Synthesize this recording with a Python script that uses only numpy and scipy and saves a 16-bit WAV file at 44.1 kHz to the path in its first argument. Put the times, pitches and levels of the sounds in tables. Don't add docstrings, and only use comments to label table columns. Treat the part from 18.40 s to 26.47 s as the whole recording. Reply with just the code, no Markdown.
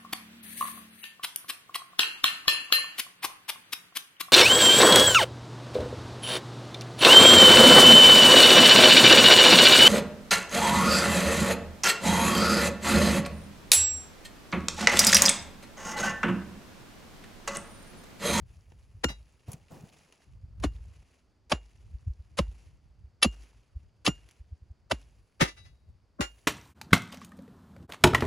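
import sys
import numpy as np
from scipy import signal
from scipy.fft import rfft, irfft, next_fast_len
from scipy.io import wavfile
from scipy.ndimage import uniform_filter1d

SR = 44100
rng = np.random.default_rng(int(sys.argv[2]) if len(sys.argv) > 2 else 0)


def master_out(mix):
    frames = np.transpose(np.atleast_2d(mix))
    ceiling = np.clip(frames, -1, 1)
    pcm = np.round(ceiling * 32767).astype(np.int16)
    wavfile.write(sys.argv[1], SR, pcm)


N = 355887
SIZE = 2 ** 15
AGE = np.arange(SIZE) / SR - .1

BURIED_T60_S, SHALLOW_T60_S = 0.035, 0.052
RATTLE_T60_S = 0.13
RATTLE_RING_DB, RATTLE_LENGTHWISE_DB = 5, -6.5

# (time [s], crack level [dB], rise [s], force t60 [s], brightness [dB/octave],
# bending ring level [dB], lengthwise ring level [dB])
CRACKS = [(0.645, -22.5, 0.0058, 0.022, -0.5, -51.5, -33.5), (2.239, -29, 0.0028, 0.062, -0.5, -48, -52),
          (3.12, -19.5, 0.0023, 0.026, -1, -26, -42), (3.988, -26, 0.0013, 0.028, 1, -31, -50.5),
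          (4.829, -23.5, 0.0033, 0.042, 3, -14, -33), (4.846, -25.5, 0.004, 0.037, 1.5, -32.5, -42.5),
          (5.664, -28, 0.00092, 0.03, 7, -18, -37), (5.678, -23.5, 0.0039, 0.036, 0.5, -36.5, -40),
          (6.517, -23, 0.0051, 0.019, 0.5, -28.5, -49.5), (7.015, -20.5, 0.0086, 0.14, -1, -25.5, -43),
          (7.808, -27.5, 0.0012, 0.13, 0, -39, -34)]
# (time [s], crunch level [dB], rise [s], loose tip's t60 limit [s])
RATTLES = [(0.686, -45, 0.0016, 0.17), (7.086, -46.5, 0.02, 0.1), (7.177, -59.5, 0.011, 1.2),
           (7.26, -64, 0.02, 0.55)]


def bar_on_stone():
    out = np.zeros((2, N))
    for s, *blow in CRACKS:
        tip_t60 = BURIED_T60_S + shallow_at(s) * (SHALLOW_T60_S - BURIED_T60_S)
        add(out, s, contact(s, *blow, tip_t60))
    for s, db, rise, tip_t60 in RATTLES:
        ring_db, lengthwise_db = db + RATTLE_RING_DB, db + RATTLE_LENGTHWISE_DB
        add(out, s, contact(s, db, rise, RATTLE_T60_S, 0, ring_db, lengthwise_db, tip_t60))
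    return out


SPOIL_DB, SPOIL_T60_S = -17, 0.14
SLAB_HZ, SLAB_T60_S, SLAB_DB = 1400, 0.0018, -3
SHALLOW_DETUNE = .989

# (frequency [Hz], density [dB per Hz])
STONE = [(150, -15.5), (400, 0), (1500, -5.5), (3000, -11), (7200, -19), (8500, -26), (10300, -16.5),
         (11900, -40), (14000, -35.5), (16000, -51)]
# (frequency with the tip deep [Hz], level from above the trench [dB],
# level from the side [dB], t60 with the tip free [s])
BENDING = [(1196, -6, -4, .1), (1803, -9, -3, .07), (2020, -9, 3, .15), (2290, -3, -7, .15),
           (2697, 3, -2, .15), (3043, 0, -12, .15), (3446, 0, -7, .25), (3900, -2, 0, 1.1),
           (4356, -8, -7, .2), (4620, -5, -18, .15), (4790, -4, -12, .2), (4890, -17, -4, .22),
           (5390, -3, -3, .11), (5948, -17, -6, .17), (6243, -14, -6, .15), (6400, -7, -10, .17),
           (9700, -25, -10, .16)]
# (frequency [Hz], level [dB], t60 [s])
LENGTHWISE = [(1412, -2, .11), (2825, 2, .2), (4226, -7, .095), (5635, -5, .1), (7063, -3, .14),
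              (9950, -13, .09)]


def contact(s, db, rise, t60, bright_db, ring_db, lengthwise_db, tip_t60):
    shallow = shallow_at(s)
    force = grains(SIZE) * swell(rise, t60)
    scatter = from_db(SPOIL_DB) * grains(SIZE) * swell(rise, SPOIL_T60_S)
    crack = crest_one(colour(trench(force, echo_db=-7.0) + scatter, STONE, bright_db))
    slab = crest_one(ring(force, SLAB_HZ, SLAB_T60_S))
    crack = crack + shallow * from_db(SLAB_DB) * slab
    bending = 0
    for hz, above_db, aside_db, free_t60 in BENDING:
        level_db = above_db + shallow * (aside_db - above_db)
        damped_t60 = 1 / (1 / free_t60 + 1 / tip_t60)
        bending = bending + from_db(level_db) * mode(force, hz * SHALLOW_DETUNE ** shallow, damped_t60)
    lengthwise = sum(from_db(level) * mode(force, hz, decay) for hz, level, decay in LENGTHWISE)
    ringing = from_db(ring_db) * crest_one(bending) + from_db(lengthwise_db) * crest_one(lengthwise)
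    return spread(from_db(db) * crack + ringing, off_axis_at(s))


def mode(force, hz, t60):
    push = force[0] / np.sqrt(np.sum(force[0] ** 2))
    energy_kept = from_db(-60 / (t60 * SR)) ** 2
    energy = signal.lfilter([1], [1, -energy_kept], push ** 2 + 1e-18)
    phase = 2 * np.pi * (hz * AGE + rng.random((2, 1))) + np.cumsum(push)
    return np.sqrt(energy) * np.sin(phase)


def trench(x, echo_db):
    lags = rng.uniform(.001, 0.004, size=3)
    return x + sum(from_db(echo_db) * np.roll(x, round(lag * SR), axis=-1) for lag in lags)


def squeak(s, hz, db):
    out = np.zeros((2, N))
    friction = rng.standard_normal(SIZE) * swell(0.00049, 0.03)
    skid = ring(friction, hz, 0.0072)
    add(out, s, from_db(db) * crest_one(ring(skid, hz, 0.0072)))
    return out


KNOCK_HZ, KNOCK_LEAD_S = 607, .007
KNOCK_RISE_S, KNOCK_T60_S = 0.0074, 0.023
THUD_SAG_OCT_PER_S, THUD_NOISE_DB = 65, -2
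THUMP_LAG_S = 0.0026
BUMP_RISE_CYCLES, BUMP_T60_CYCLES = 0.81, 3.6
BUMP_SAG_OCT_PER_S = 2

# (time [s], knock level [dB], thud level [dB], thud pitch at onset [Hz],
# thump level [dB], spilled earth level [dB], spill length [s])
BLOWS = [(0.654, -31, -26.5, 210, -29, -72, 0.96), (2.25, -28, -25, 215, -27.5, -68.5, 0.43),
         (3.132, -21, -30.5, 231, -33, -71.5, 0.73), (4, -21, -25.5, 170, -26, -68, 0.19),
         (4.859, -28.5, -22.5, 224, -28, -63.5, 0.14), (5.685, -24.5, -20, 238.7, -38.5, -68, 0.16),
         (6.525, -22, -27.5, 265.2, -36, -69, 0.026), (7.024, -27.5, -20, 175, -37, -76, 0.18),
         (7.805, -36.5, -28, 199, -35.5, -70.5, 0.27)]
# (time [s], level [dB], pitch at onset [Hz])
BUMPS = [(0.555, -43, 91), (1.092, -34.5, 103.5), (1.145, -37, 140.7), (1.333, -45, 133.6),
         (1.441, -39.5, 149.3), (2.046, -37, 83.3), (2.417, -37.5, 59.5), (3.555, -31.5, 60.9),
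         (3.68, -25, 85.7), (3.71, -28, 59.8), (3.807, -37.5, 67.1), (4.093, -32, 61.3), (4.651, -41, 63),
         (5.371, -30, 64.9), (6.015, -40, 62.06), (6.132, -33, 73.5), (6.231, -41.5, 70),
         (6.315, -38, 71.8)]


def ground():
    out = np.zeros((2, N))
    for s, knock_db, thud_db, thud_hz, thump_db, _, _ in BLOWS:
        add(out, s - KNOCK_LEAD_S, from_db(knock_db) * spread(stone_knock(), off_axis_at(s)))
        add(out, s, from_db(thud_db) * spread(soil_thud(thud_hz), off_axis_at(s)))
        add(out, s + THUMP_LAG_S, from_db(thump_db) * sway())
    for s, db, hz in BUMPS:
        envelope = swell(BUMP_RISE_CYCLES / hz, BUMP_T60_CYCLES / hz)
        add(out, s, from_db(db) * crest_one(sinking(hz, BUMP_SAG_OCT_PER_S) * envelope))
    return out


def stone_knock():
    push = rng.standard_normal((2, SIZE)) * swell(KNOCK_RISE_S, KNOCK_T60_S)
    low = rms_one(ring(push, KNOCK_HZ, .016))
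    high = rms_one(ring(push, KNOCK_HZ * 1.72, .018))
    knock = low + from_db(-3) * high
    return crest_one(colour(knock, [(200, -14.5), (550, 4.0), (1500, 0), (3000, -21.5)]))


def soil_thud(hz):
    push = rng.standard_normal((2, SIZE)) * (swell(.007, .048) + from_db(-32) * swell(.007, .3))
    crunch = crest_one(colour(push, [(45, -27), (150, -2), (300, -0.5), (480, -18.5), (1700, -49)]))
    drop = crest_one(sinking(hz, THUD_SAG_OCT_PER_S) * swell(.008, 0.056))
    return from_db(THUD_NOISE_DB) * crunch + drop * [[1], [0]]


THUMP_HZ, THUMP_GLIDE_HZ = 52.7, 76
THUMP_RISE_S, THUMP_T60_S = .0088, 0.4
THUMP_BEAT_HZ, THUMP_BEAT_DB = 6.4, -8.5


def sway():
    hz = THUMP_HZ + THUMP_GLIDE_HZ * np.exp(-np.maximum(AGE, 0) / 0.009)
    first = np.sin(2 * np.pi * np.cumsum(hz * (AGE > 0)) / SR)
    second = np.sin(2 * np.pi * np.cumsum((hz + THUMP_BEAT_HZ) * (AGE > 0)) / SR)
    return crest_one((first + from_db(THUMP_BEAT_DB) * second) * swell(THUMP_RISE_S, THUMP_T60_S))


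def sinking(hz, oct_per_s):
    glide = hz * 2 ** np.clip(-oct_per_s * AGE, -2, 2)
    return np.sin(2 * np.pi * (np.cumsum(glide) / SR + rng.random()))


GRIT_START_DB = -13
GRIT_TILT_DB = 3.5

# (time [s], length [s], level [dB])
GRIT = [(2.224, 0.013, -43.5), (3.096, 0.018, -40), (3.971, 0.011, -35.5), (4.817, 0.0092, -35),
        (5.647, 0.0094, -32.5), (6.497, 0.011, -50.5)]
# (time [s], peak level [dB], brightness [dB/octave])
CHIPS = [(0.32, -48, -4.5), (1.1178, -32, 12), (1.1318, -33.5, 6), (1.7245, -44, -0.5), (2.2, -43.5, 2),
         (5.889, -45, 2), (5.911, -44, 2.5)]


def grit():
    out = np.zeros((2, N))
    for s, length, db in GRIT:
        bite = np.interp(AGE, [0, .001, length, length + 0.015], [0, from_db(GRIT_START_DB), 1, 0])
        crushed = crest_one(colour(grains(SIZE) * bite, STONE, tilt_db=GRIT_TILT_DB))
        add(out, s, from_db(db) * spread(crushed))
    for s, db, bright_db in CHIPS:
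        tick = spread(colour(grains(SIZE) * swell(0.00058, 0.03), CRUMBS, bright_db))
        add(out, s, from_db(db) * tick / np.abs(tick).max())
    return out


SPILL_DELAY_S = 0.072
FLURRY_DB = 2.5
PEBBLES_DB = -7
FIZZ_DB, FIZZ_TILT_DB = -4, 11

# (frequency [Hz], density [dB per Hz])
CRUMBS = [(120, -21), (250, -0.5), (1500, -10), (2700, -4.5), (3600, -13.5), (6800, -11.5), (8570, -21.5),
          (10300, -10.5), (12300, -29.5), (16000, -31.5)]
# (time [s], level [dB], rise [s], t60 [s], spilled earth level [dB],
# spill length [s])
SCUFFS = [(0.08, -87, 0.031, 0.37, -72, 1), (0.704, -39.5, 0.0067, 0.087, -93.5, 0.046),
          (1.084, -44, 0.0045, 0.31, -62, 0.0066), (1.31, -46.5, 0.0043, 0.77, -65, 0.55)]


def loose_earth():
    flow = sum(spill(s + SPILL_DELAY_S, db, length) for s, *_, db, length in BLOWS)
    flow = flow + sum(spill(s, db, length) for s, *_, db, length in SCUFFS)
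    falling = grains(N) * from_db(FLURRY_DB * wander(0.016))
    crumbs = rms_one(colour(falling, CRUMBS))
    fizz = rms_one(colour(grains(N), CRUMBS, FIZZ_TILT_DB))
    fizz = from_db(FIZZ_DB) * off_axis_at(np.arange(N) / SR) * fizz
    out = np.sqrt(flow) * spread(crumbs + from_db(PEBBLES_DB) * pebbles() + fizz)
    for s, db, rise, t60, _, _ in SCUFFS:
        rub = grains(SIZE) * swell(rise, t60)
        scuff = colour(rub, [(70, -7), (150, 8.5), (300, -3.5), (800, -5.5), (2200, -30.5)])
        add(out, s, from_db(db) * spread(crest_one(scuff)))
    return out


SPILL_RISE_S = 0.025
SPILL_SAG_DB_PER_S, SPILL_STOP_DB_PER_S = 9, 116
SETTLE_DB, SETTLE_DB_PER_S = -6.5, 22.5


def spill(s, db, length):
    age = np.arange(N) / SR - s
    onset_db = -9 * np.clip(age / SPILL_RISE_S, -5, 0) ** 2
    age = np.maximum(age, 0)
    run_db = -SPILL_SAG_DB_PER_S * age - SPILL_STOP_DB_PER_S * np.maximum(age - length, 0)
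    settle_db = SETTLE_DB - SETTLE_DB_PER_S * age
    return from_db(db + onset_db) ** 2 * (from_db(run_db) ** 2 + from_db(settle_db) ** 2)


PEBBLES_PER_S, PEBBLE_CYCLES = 130, 12


def pebbles():
    pitches = np.geomspace(350, 7000, num=14)
    lands = rng.standard_normal((2, N)) * (rng.random(N) < PEBBLES_PER_S / SR)
    dealt = rng.integers(0, len(pitches), N)
    out = np.zeros((2, N))
    for k, hz in enumerate(pitches):
        out += rms_one(ring(lands * (dealt == k), hz, PEBBLE_CYCLES / hz))
    return rms_one(out)


GUST_DB = 5

# (time [s], level about which the gusts swing [dB])
WIND = [(0, -53), (1.701, -68.5), (2.301, -42.5), (2.9, -75), (3.55, -55), (4.8, -64.5), (6.2, -60.5),
        (6.95, -70.5), (7.42, -55), (7.65, -67)]
# (frequency [Hz], density [dB per Hz])
RUMBLE = [(25, -32.5), (50, 3.5), (100, -2), (170, -16), (600, -76.5)]


def wind():
    wind_db = np.interp(np.arange(N) / SR, *np.transpose(WIND)) + GUST_DB * wander(0.095)
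    return from_db(wind_db) * spread(rms_one(colour(rng.standard_normal((2, N)), RUMBLE)))


# (frequency [Hz], density [dB per Hz])
AIR = [(200, -4), (1600, -21.5), (4050, -30), (4630, -21), (5500, -29), (15000, -48)]


def outdoor_hush():
    return from_db(-72.0) * spread(rms_one(colour(rng.standard_normal((2, N)), AIR)))


# (time [s], off axis [0-1])
OFF_AXIS = [(0.7, 0.56), (1.3, 0), (6.6, 0), (6.9, 1)]


def off_axis_at(s):
    return np.clip(np.interp(s, *np.transpose(OFF_AXIS)), 0, 1)


def shallow_at(s):
    return min(2 * off_axis_at(s), 1)


RIGHT_LAG_S = .0005

# (frequency [Hz], left-right likeness [-1 to 1])
LIKENESS = [(250, 0.83), (700, 0.71), (3000, 0.82), (6500, 0.98), (10500, 0.094)]


def spread(pair, off_axis=0):
    size = next_fast_len(pair.shape[-1], True)
    hz = np.maximum(np.fft.rfftfreq(size, 1 / SR), 1)
    off = np.clip(off_axis, 0, 1)
    alike = np.clip(at_hz(LIKENESS, hz), -1, 1) / (1 + (off * hz / 1500) ** 2)
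    mid, side = rfft(pair, size) * np.sqrt([1 + alike, 1 - alike]) / np.sqrt(2)
    delay = np.exp(-2j * np.pi * hz * RIGHT_LAG_S * off ** 2)
    weaker = from_db(-4 * off * hz / (hz + 1500))
    return irfft(np.array([mid + side, (mid - side) * delay * weaker]), size)[:, :pair.shape[-1]]


def grains(size):
    sizes = from_db(3.2 * np.minimum(rng.exponential(1, (2, size)), 4))
    born = rng.random((2, size)) < 9000 / SR
    return rms_one(sizes * born * rng.choice([-1, 1], (2, size)))


def swell(rise, t60):
    level_db = np.where(AGE < 0, -9 * (AGE / rise) ** 2, -60 * AGE / t60)
    return from_db(np.maximum(level_db, -200))


def ring(drive, hz, t60):
    r = from_db(-60 / (t60 * SR))
    return signal.lfilter([1, 0, -1], [1, -2 * r * np.cos(2 * np.pi * hz / SR), r * r], drive + 1e-18)


def colour(x, spectrum, tilt_db=0):
    size = next_fast_len(x.shape[-1] // 2 + 1) * 2
    hz = np.maximum(np.fft.rfftfreq(size, 1 / SR), 1)
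    response_db = at_hz(spectrum, hz) + tilt_db * np.log2(np.maximum(hz, 500) / 3000)
    cepstrum = irfft(np.log(from_db(response_db)))
    cepstrum[1:size // 2] *= 2
    cepstrum[size // 2 + 1:] = 0
    return irfft(rfft(x, size) * np.exp(rfft(cepstrum)))[..., :x.shape[-1]]


def wander(seconds):
    return rms_one(uniform_filter1d(rng.standard_normal(N), size=max(round(seconds * SR), 1)))


def from_db(db):
    return 10 ** (np.asarray(db) / 20)


def rms_one(x):
    return x / np.sqrt(np.mean(x ** 2) + 1e-20)


def crest_one(x):
    power = np.mean(np.atleast_2d(x) ** 2, axis=0)
    return x / np.sqrt(uniform_filter1d(power, size=220).max() + 1e-20)


def at_hz(points, hz):
    table_hz, values = np.transpose(points)
    return np.interp(np.log(hz), np.log(table_hz), values)


def add(out, s, sound):
    start = round((s + AGE[0]) * SR)
    a, b = max(start, 0), min(start + SIZE, N)
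    out[:, a:b] += sound[..., a - start:b - start]


def scene():
    digging = bar_on_stone() + squeak(s=4.830, hz=10400, db=-19.0) + ground() + grit() + loose_earth()
    return digging + wind() + outdoor_hush()


def record(dry):
    low_pass = signal.ellip(10, .2, 80, 15900, fs=SR, output="sos")
    return signal.sosfilt(low_pass, dry)


dry = scene()
out = record(dry)
master_out(out)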